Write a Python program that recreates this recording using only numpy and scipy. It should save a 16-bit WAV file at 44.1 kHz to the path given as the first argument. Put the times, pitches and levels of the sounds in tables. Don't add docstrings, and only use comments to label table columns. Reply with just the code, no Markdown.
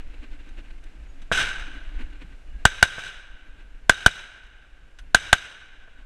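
import sys
import numpy as np
from scipy import signal
from scipy.fft import rfft, irfft, next_fast_len
from scipy.io import wavfile
from scipy.ndimage import uniform_filter1d

SR = 44100
rng = np.random.default_rng(int(sys.argv[2]) if len(sys.argv) > 2 else 0)


def wav_out(sig):
    wavfile.write(sys.argv[1], SR, np.round(np.clip(np.atleast_2d(sig).T, -1, 1) * 32767).astype(np.int16))


def volts_from_decibels(level):
    exponent = np.asarray(level, float) / 20
    return 10 ** exponent


N = 266805

# start_s, blast_db, echo_db, limiter_lag_ms, push_db
SHOTS = [
    (2.6536, 13.5, -36.5, -0.4, -4),
    (2.8275, 13.5, -36, -0.4, -9.5),
    (3.8959, 12, -36.5, 0.6, -12.5),
    (4.0626, 10.5, -38.5, -0.6, -3.5),
    (5.147, 11, -36, -0.2, -12),
    (5.3296, 12.5, -38.5, -0.5, -9.5),
]
# delay_ms, level_db, length_ms
ARRIVALS = [
    (0, 2.5, 0.49),
    (1.306, -0.5, 0.33),
    (2.702, -5.5, 0.51),
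    (7.07, -3, .3),
    (11.78, -9.5, 0.27),
    (18.65, -12, .35),
    (28, -14.5, .4),
]
# freq_hz, level_db
ROAR_TONE = [(700, -13.5), (1550, 5.5), (2500, -7.5), (3750, 1.5), (4600, -15.5), (6500, -10.5), (8500, -8),
             (11000, -24), (15000, -30.5)]
# freq_hz, level_db, t60_s
THUMP_MODES = [(740, 1.5, .02), (1020, 0, .014)]
# start_s, level_db
CLACKS = [(2.701, -32), (2.8759, -32), (3.943, -33.5), (4.1126, -33), (5.1991, -32.5), (5.3822, -32)]
# freq_hz, level_db, t60_s
BOLT_MODES = [(3750, 0, .045), (6100, -9, .03), (7700, -11, .025), (9000, -16, .02)]
# walls_db, walls_fall_db_per_s, trees_s, swell_db_per_decade, spread_db_per_decade, loss_db_per_s
NEAR_FIELD = (17, 480, 0.13, 3.5, 21, 1.4)
FAR_FIELD = (3, 447, 0.083, 16.5, 25, 10)
# freq_hz, slope_db_per_s
AIR_LOSS = [(200, -19), (600, -4), (1500, -9), (3000, -13), (6000, -31.5), (10000, -39.5), (15000, -73.5)]
# start_s, bang_db, echo_db
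FAR_SHOTS = [
    (1.3157, -15, -26),
    (2.9826, -32.5, -42),
    (5.878, -50, -77),
]
# delay_ms, level_db, length_ms
FAR_ARRIVALS = [(0, 13.5, 0.96), (1.84, 7.5, 0.58), (4.54, 9, 0.4), (6.26, 10.5, 0.81), (15.24, -4, 0.34),
                (85, -5, 0.76)]
# start_s, level_db, brightness_hz, t60_s
KNOCKS = [(0.489, -46, 2000, 0.033), (0.838, -45.5, 9000, 0.026), (1.216, -47.5, 3000, 0.065),
          (1.595, -43.5, 15000, 0.032), (3.608, -59, 3000, 0.022), (4.439, -59, 15000, 0.033),
          (4.465, -55, 15000, .03), (4.9859, -37.5, 497, 0.058), (4.992, -50, 9000, 0.042)]
# start_s, level_db, pitch_hz, t60_s
PINGS = [(5.011, -70, 10600, .2), (4.995, -78, 15000, .2), (3.61, -76, 15000, .15), (1.085, -66, 6700, .25)]
# start_s, length_s, level_db, start_hz, end_hz
WHISTLES = [(2.47, .07, -63, 2880, 2920), (2.51, .12, -59, 1630, 1635)]
# time_s, level_db
WIND = [(0, -31.5), (.5, -33.5), (.86, -36.5), (1.26, -35), (1.7, -30), (2.05, -29), (2.4, -38.5),
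        (2.62, -34), (3.2, -39), (3.6, -37.5), (4.0, -38), (4.5, -42), (4.9, -42), (5.05, -34),
        (5.4, -45.5), (5.7, -41), (6.05, -38)]
# centre_s, level_db, length_s
PUFFS = [(.002, -46.5, 0.013), (0.145, -52.5, 0.012), (0.233, -51, .03), (0.321, -53, 0.05),
         (.405, -52, 0.021), (0.476, -53, 0.033), (0.592, -51, 0.026), (0.657, -55, 0.023),
         (0.71, -53, 0.011), (0.881, -55.5, 0.032), (1.071, -59, 0.013), (1.118, -72, .012),
         (1.228, -55.5, 0.012), (1.686, -51.5, .03), (1.757, -48.5, 0.037), (1.876, -60, 0.038),
         (1.96, -52.5, 0.027), (2.012, -47, 0.027), (2.133, -51.5, 0.015), (2.222, -49.5, 0.024),
         (2.319, -56.5, 0.027), (3.477, -64, 0.034), (3.604, -57, 0.038), (3.73, -65, 0.026),
         (4.77, -67, 0.017), (4.893, -68, 0.019), (5.042, -62, 0.023), (5.82, -63.5, .02),
         (6.0, -58, 0.041)]
# freq_hz, level_db_per_hz
RUMBLE_TONE = [(7.1, -39), (12, 6.5), (22, 2), (36, -8.5), (52, -8), (75, -30), (151, -35), (220, -36.5),
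               (290, -71), (480, -120)]
# freq_hz, level_db_per_hz
RUSTLE_TONE = [(260, -30.5), (450, -3), (979, -7), (1420, -7), (1530, 3), (1680, -2), (2830, -1),
               (3190, -9), (4050, -11.5), (4910, -23), (8290, -25), (14400, -40.5), (16000, -40.5)]
# freq_hz, level_db_per_hz
FLOOR_TONE = [(53, -33), (90, -5.5), (209, -23), (288, -16), (653, -19.5), (1050, -26), (1550, -19),
              (1920, -27.5), (2890, -28.5), (4350, -34), (7500, -36.5), (12500, -44), (15800, -62)]
# freq_hz, width_hz, level_db
SHELL_MODES = [(720, 100, -23.5), (1548, 255, -3), (1549, 81, -3.5), (2370, 500, -15), (2907, 250, -10.5),
               (3814, 320, -11.5), (6190, 450, -18.5), (7800, 600, -24.5), (8800, 900, -26.5)]
# freq_hz, level_db
SHELL_LEAK = [(30, -13.5), (260, -31.5), (650, -22), (1100, -22), (2000, -15.5), (3400, -14.5), (4400, -28),
              (5300, -23), (8000, -32), (11000, -35), (14500, -44.5), (17000, -55.5)]
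CONVERTER_TONE = [(20, 0), (8000, 0), (11000, -3.5), (14000, -7.5), (15200, -12), (16300, -45)]

ROAR_DB, ROAR_RISE_DB_PER_MS, ROAR_HOLD_MS, ROAR_FALL_DB_PER_MS = -3.5, 19.5, 2.1, 10
BOUNCE_MS, BOUNCE_DB, BOUNCE_FALL_DB_PER_MS = 7.2, -15, 3.5
OPEN_DB, CLAMP_AFTER_MS, CLAMP_DB_PER_MS = -6, 4.4, 4.5
CLAMP_DB, LET_GO_DB_PER_MS, LET_GO_MAX_DB = -21, 0.18, -15
BOLT_DB = 1
BOOM_DB, BOOM_HZ = 9, 380
DUCK_DB, RECOVER_S = 4.5, 0.78
LUMPS_DB, LUMP_S = 3, 0.03
STEADY_DB, FOLLOW = -60, 0.7
THRUM_DB, THRUM_SLOPE = -55.5, 1.2
FLOOR_DB = -60
LEAD_S = 0.003


def rifle():
    out, gas = np.zeros(N), coloured(ROAR_TONE)
    t = np.arange(round(0.15 * SR)) / SR - LEAD_S
    for s, blast_db, echo_db, lag_ms, push_db in SHOTS:
        blast = volts_from_decibels(blast_db) * muzzle_blast(t) * limiter_gain(t * 1000 - lag_ms)
        roar = roar_gain(t * 1000) * gas[round(s * SR):][:len(t)]
        add(out, s - LEAD_S, blast + roar + volts_from_decibels(push_db) * membrane_push(t))
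        add(out, s - 0.0003, shell_thump(t + LEAD_S))
        add(out, s, volts_from_decibels(echo_db) * echoes(NEAR_FIELD, grain_db=1.0))
    for s, db in CLACKS:
        add(out, s, volts_from_decibels(db + BOLT_DB) * bolt(t + LEAD_S))
    return out


def muzzle_blast(t):
    return housing(uniform_filter1d(fronts(ARRIVALS, t, spread_db=3.5), size=7))


def fronts(arrivals, t, spread_db):
    out = np.zeros(len(t))
    for delay_ms, db, length_ms in arrivals:
        level_jitter, delay_jitter = rng.standard_normal(2)
        delay_s = delay_ms / 1000 * (1 + 0.0044 * delay_jitter)
        out += volts_from_decibels(db + spread_db * level_jitter) * wave(t - delay_s, length_ms / 1000)
    return out


def wave(t, length_s):
    u = np.maximum(t / length_s, 0)
    return -(1 - u) * np.exp(-u) * (t >= 0)


def limiter_gain(ms):
    late = np.maximum(ms - CLAMP_AFTER_MS, 0)
    clamping_db = OPEN_DB - CLAMP_DB_PER_MS * late
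    releasing_db = np.minimum(CLAMP_DB + LET_GO_DB_PER_MS * late, LET_GO_MAX_DB)
    return volts_from_decibels(np.maximum(clamping_db, releasing_db))


def roar_gain(ms):
    rise_db = np.minimum(ROAR_RISE_DB_PER_MS * ms, 0)
    jet_db = np.minimum(rise_db, ROAR_FALL_DB_PER_MS * (ROAR_HOLD_MS - ms))
    late = ms - BOUNCE_MS
    bounce_db = np.minimum(ROAR_RISE_DB_PER_MS * late, -BOUNCE_FALL_DB_PER_MS * late)
    return volts_from_decibels(ROAR_DB + jet_db) + volts_from_decibels(BOUNCE_DB + bounce_db)


def membrane_push(t):
    shove = -np.sin(np.pi * np.clip(t / 0.0058, 0, 1)) ** 2
    onset = np.clip((t - 0.0045) / 0.0054, 0, 1)
    return shove + 0.26 * np.exp(-np.maximum(t - 0.008, 0) / 0.0041) * onset


def shell_thump(t):
    modes = [(hz * rng.uniform(0.88, 1.12), db - 2, t60 * 0.6) for hz, db, t60 in THUMP_MODES]
    return -ring(modes, t) * np.minimum(t / 0.001, 1)


def bolt(t):
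    return ring(BOLT_MODES, t) * (1 - np.exp(-t / 0.00069))


def ring(modes, t):
    return sum(volts_from_decibels(db - 60 * t / t60) * np.sin(2 * np.pi * hz * t) for hz, db, t60 in modes)


def echoes(shape, grain_db):
    walls_db, fall_db, trees_s, swell_db, spread_db, loss_db = shape
    hz, t, z = signal.stft(rng.standard_normal(round(1.3 * SR)), SR, nperseg=256)
    hz = hz[:, None]
    tone_db = read(AIR_LOSS, hz) * t + BOOM_DB / (1 + (hz / BOOM_HZ) ** 4)
    field = signal.istft(z * volts_from_decibels(tone_db), SR, nperseg=256)[1]
    field *= flicker(grain_db, 0.0044, count=len(field))
    t = np.arange(1, len(field) + 1) / SR
    walls = volts_from_decibels(walls_db - fall_db * t)
    decades = np.log10(t / trees_s)
    trees = volts_from_decibels(np.minimum(swell_db * decades, -spread_db * decades) - loss_db * t)
    onset = np.minimum(t / 0.012, 1)
    fade = np.clip((t[-1] - t) / 0.3, 0, 1)
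    return housing(field * np.hypot(walls, trees) * onset * fade)


def neighbour():
    out, t = np.zeros(N), np.arange(round(0.15 * SR)) / SR
    for s, bang_db, echo_db in FAR_SHOTS:
        bang = uniform_filter1d(fronts(FAR_ARRIVALS, t - 0.0002, spread_db=1), size=15)
        add(out, s, volts_from_decibels(bang_db) * housing(bang))
        add(out, s, volts_from_decibels(echo_db + 7.5) * echoes(FAR_FIELD, grain_db=1.46))
    return out


def knocks():
    out, t = np.zeros(N), np.arange(round(0.3 * SR)) / SR
    for s, db, hz, t60 in KNOCKS:
        pole = np.exp(-2 * np.pi * hz / SR)
        burst = np.diff(signal.lfilter([1], [1, -pole], rng.standard_normal(len(t) + 1)))
        decay = volts_from_decibels(-60 * t / max(t60, 0.005))
        add(out, s, volts_from_decibels(db) * evened(housing(burst)) * decay * np.minimum(t / 0.0036, 1))
    return out


def pings():
    out, t = np.zeros(N), np.arange(round(0.3 * SR)) / SR
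    for s, db, hz, t60 in PINGS:
        tone = ring([(hz, db, t60)], t) * flicker(3, 0.004, count=len(t))
        add(out, s, tone * np.minimum(t / 0.004, 1))
    return out


def whistles():
    out = np.zeros(N)
    for s, length_s, db, start_hz, end_hz in WHISTLES:
        count = round(length_s * SR)
        hz = np.linspace(start_hz, end_hz, count) * flicker(0.13, 0.0065, count=count)
        tone = np.sin(2 * np.pi * np.cumsum(hz) / SR) * flicker(1.4, 0.006, count=count)
        add(out, s, volts_from_decibels(db) * tone * signal.windows.tukey(count, 0.4))
    return out


def wind():
    t = np.arange(N) / SR
    duck_db = np.zeros(N)
    for s, *_ in SHOTS:
        duck_db -= DUCK_DB * np.exp(-np.maximum(t - s, 0) / RECOVER_S) * (t > s)
    wind_db = np.interp(t, *np.transpose(WIND))
    puffs = sum(volts_from_decibels(db) * np.exp(-(2 * (t - s) / length_s) ** 2 / 2) for s, db, length_s in PUFFS)
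    blow = np.hypot(puffs, volts_from_decibels(STEADY_DB + FOLLOW * (wind_db + 32.5) + duck_db))
    grain = flicker(1.8, 0.012)
    rustle = coloured(RUSTLE_TONE) * grain * blow
    hiss = volts_from_decibels(FLOOR_DB + duck_db) * coloured(FLOOR_TONE)
    return rumble(wind_db + duck_db) + rustle + thrum(grain, blow) + hiss


def rumble(level_db):
    noise = coloured(RUMBLE_TONE)
    noise /= np.sqrt(uniform_filter1d(noise ** 2, size=2600) + 0.45)
    return noise * volts_from_decibels(level_db) * flicker(LUMPS_DB, LUMP_S)


def thrum(grain, blow):
    tone = coloured([(180, -9.5), (250, 3.5), (300, 6), (360, -7.0), (480, -23)])
    return tone * grain * volts_from_decibels(THRUM_DB) * (blow / volts_from_decibels(-55)) ** THRUM_SLOPE


def housing(x):
    hz = abs(np.fft.fftfreq(8192, 1 / SR))
    power = volts_from_decibels(2 * read(SHELL_LEAK, hz))
    for mode_hz, width_hz, db in SHELL_MODES:
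        power = power + volts_from_decibels(2 * db) / (1 + (2 * (hz - mode_hz) / width_hz) ** 2) ** 2
    log_gain = np.log(power) / 2
    taps = np.fft.ifft(np.exp(log_gain - 1j * signal.hilbert(log_gain).imag)).real[:4096]
    return signal.oaconvolve(x, taps / np.linalg.norm(taps))[:len(x)]


def coloured(points):
    size = next_fast_len(N)
    hz = np.fft.rfftfreq(size, 1 / SR)
    inside = (hz > points[0][0]) & (hz < points[-1][0])
    spectrum = rfft(rng.standard_normal(size)) * volts_from_decibels(read(points, hz)) * inside
    return evened(irfft(spectrum, size)[:N])


def flicker(depth_db, span_s, count=N):
    size = max(round(span_s * SR), 2)
    drift = uniform_filter1d(uniform_filter1d(rng.standard_normal(count), size), size)
    return volts_from_decibels(depth_db * evened(drift))


def evened(x):
    return x / np.sqrt(np.mean(x ** 2) + 1e-20)


def read(points, hz):
    f, value = np.transpose(points)
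    return np.interp(np.log(hz + 1), np.log(f + 1), value)


def add(mix, s, sound):
    part = mix[round(s * SR):][:len(sound)]
    part += sound[:len(part)]


def scene():
    return (rifle() + neighbour() + knocks() + pings() + whistles() + wind())[None]


def band_limit(x):
    return signal.sosfilt(signal.butter(12, 16430, fs=SR, output="sos"), x)


def record(dry):
    knee = 7.0
    clipped = 0.97 * dry / (1 + abs(dry) ** knee) ** (1 / knee)
    hz = np.linspace(0, SR / 2, 129)
    taps = signal.firwin2(101, hz, volts_from_decibels(read(CONVERTER_TONE, hz)), fs=SR)
    limited = signal.oaconvolve(clipped, taps[None], "same")
    return band_limit(np.clip(limited, -1, 1))


dry = scene()
out = record(dry)
wav_out(out)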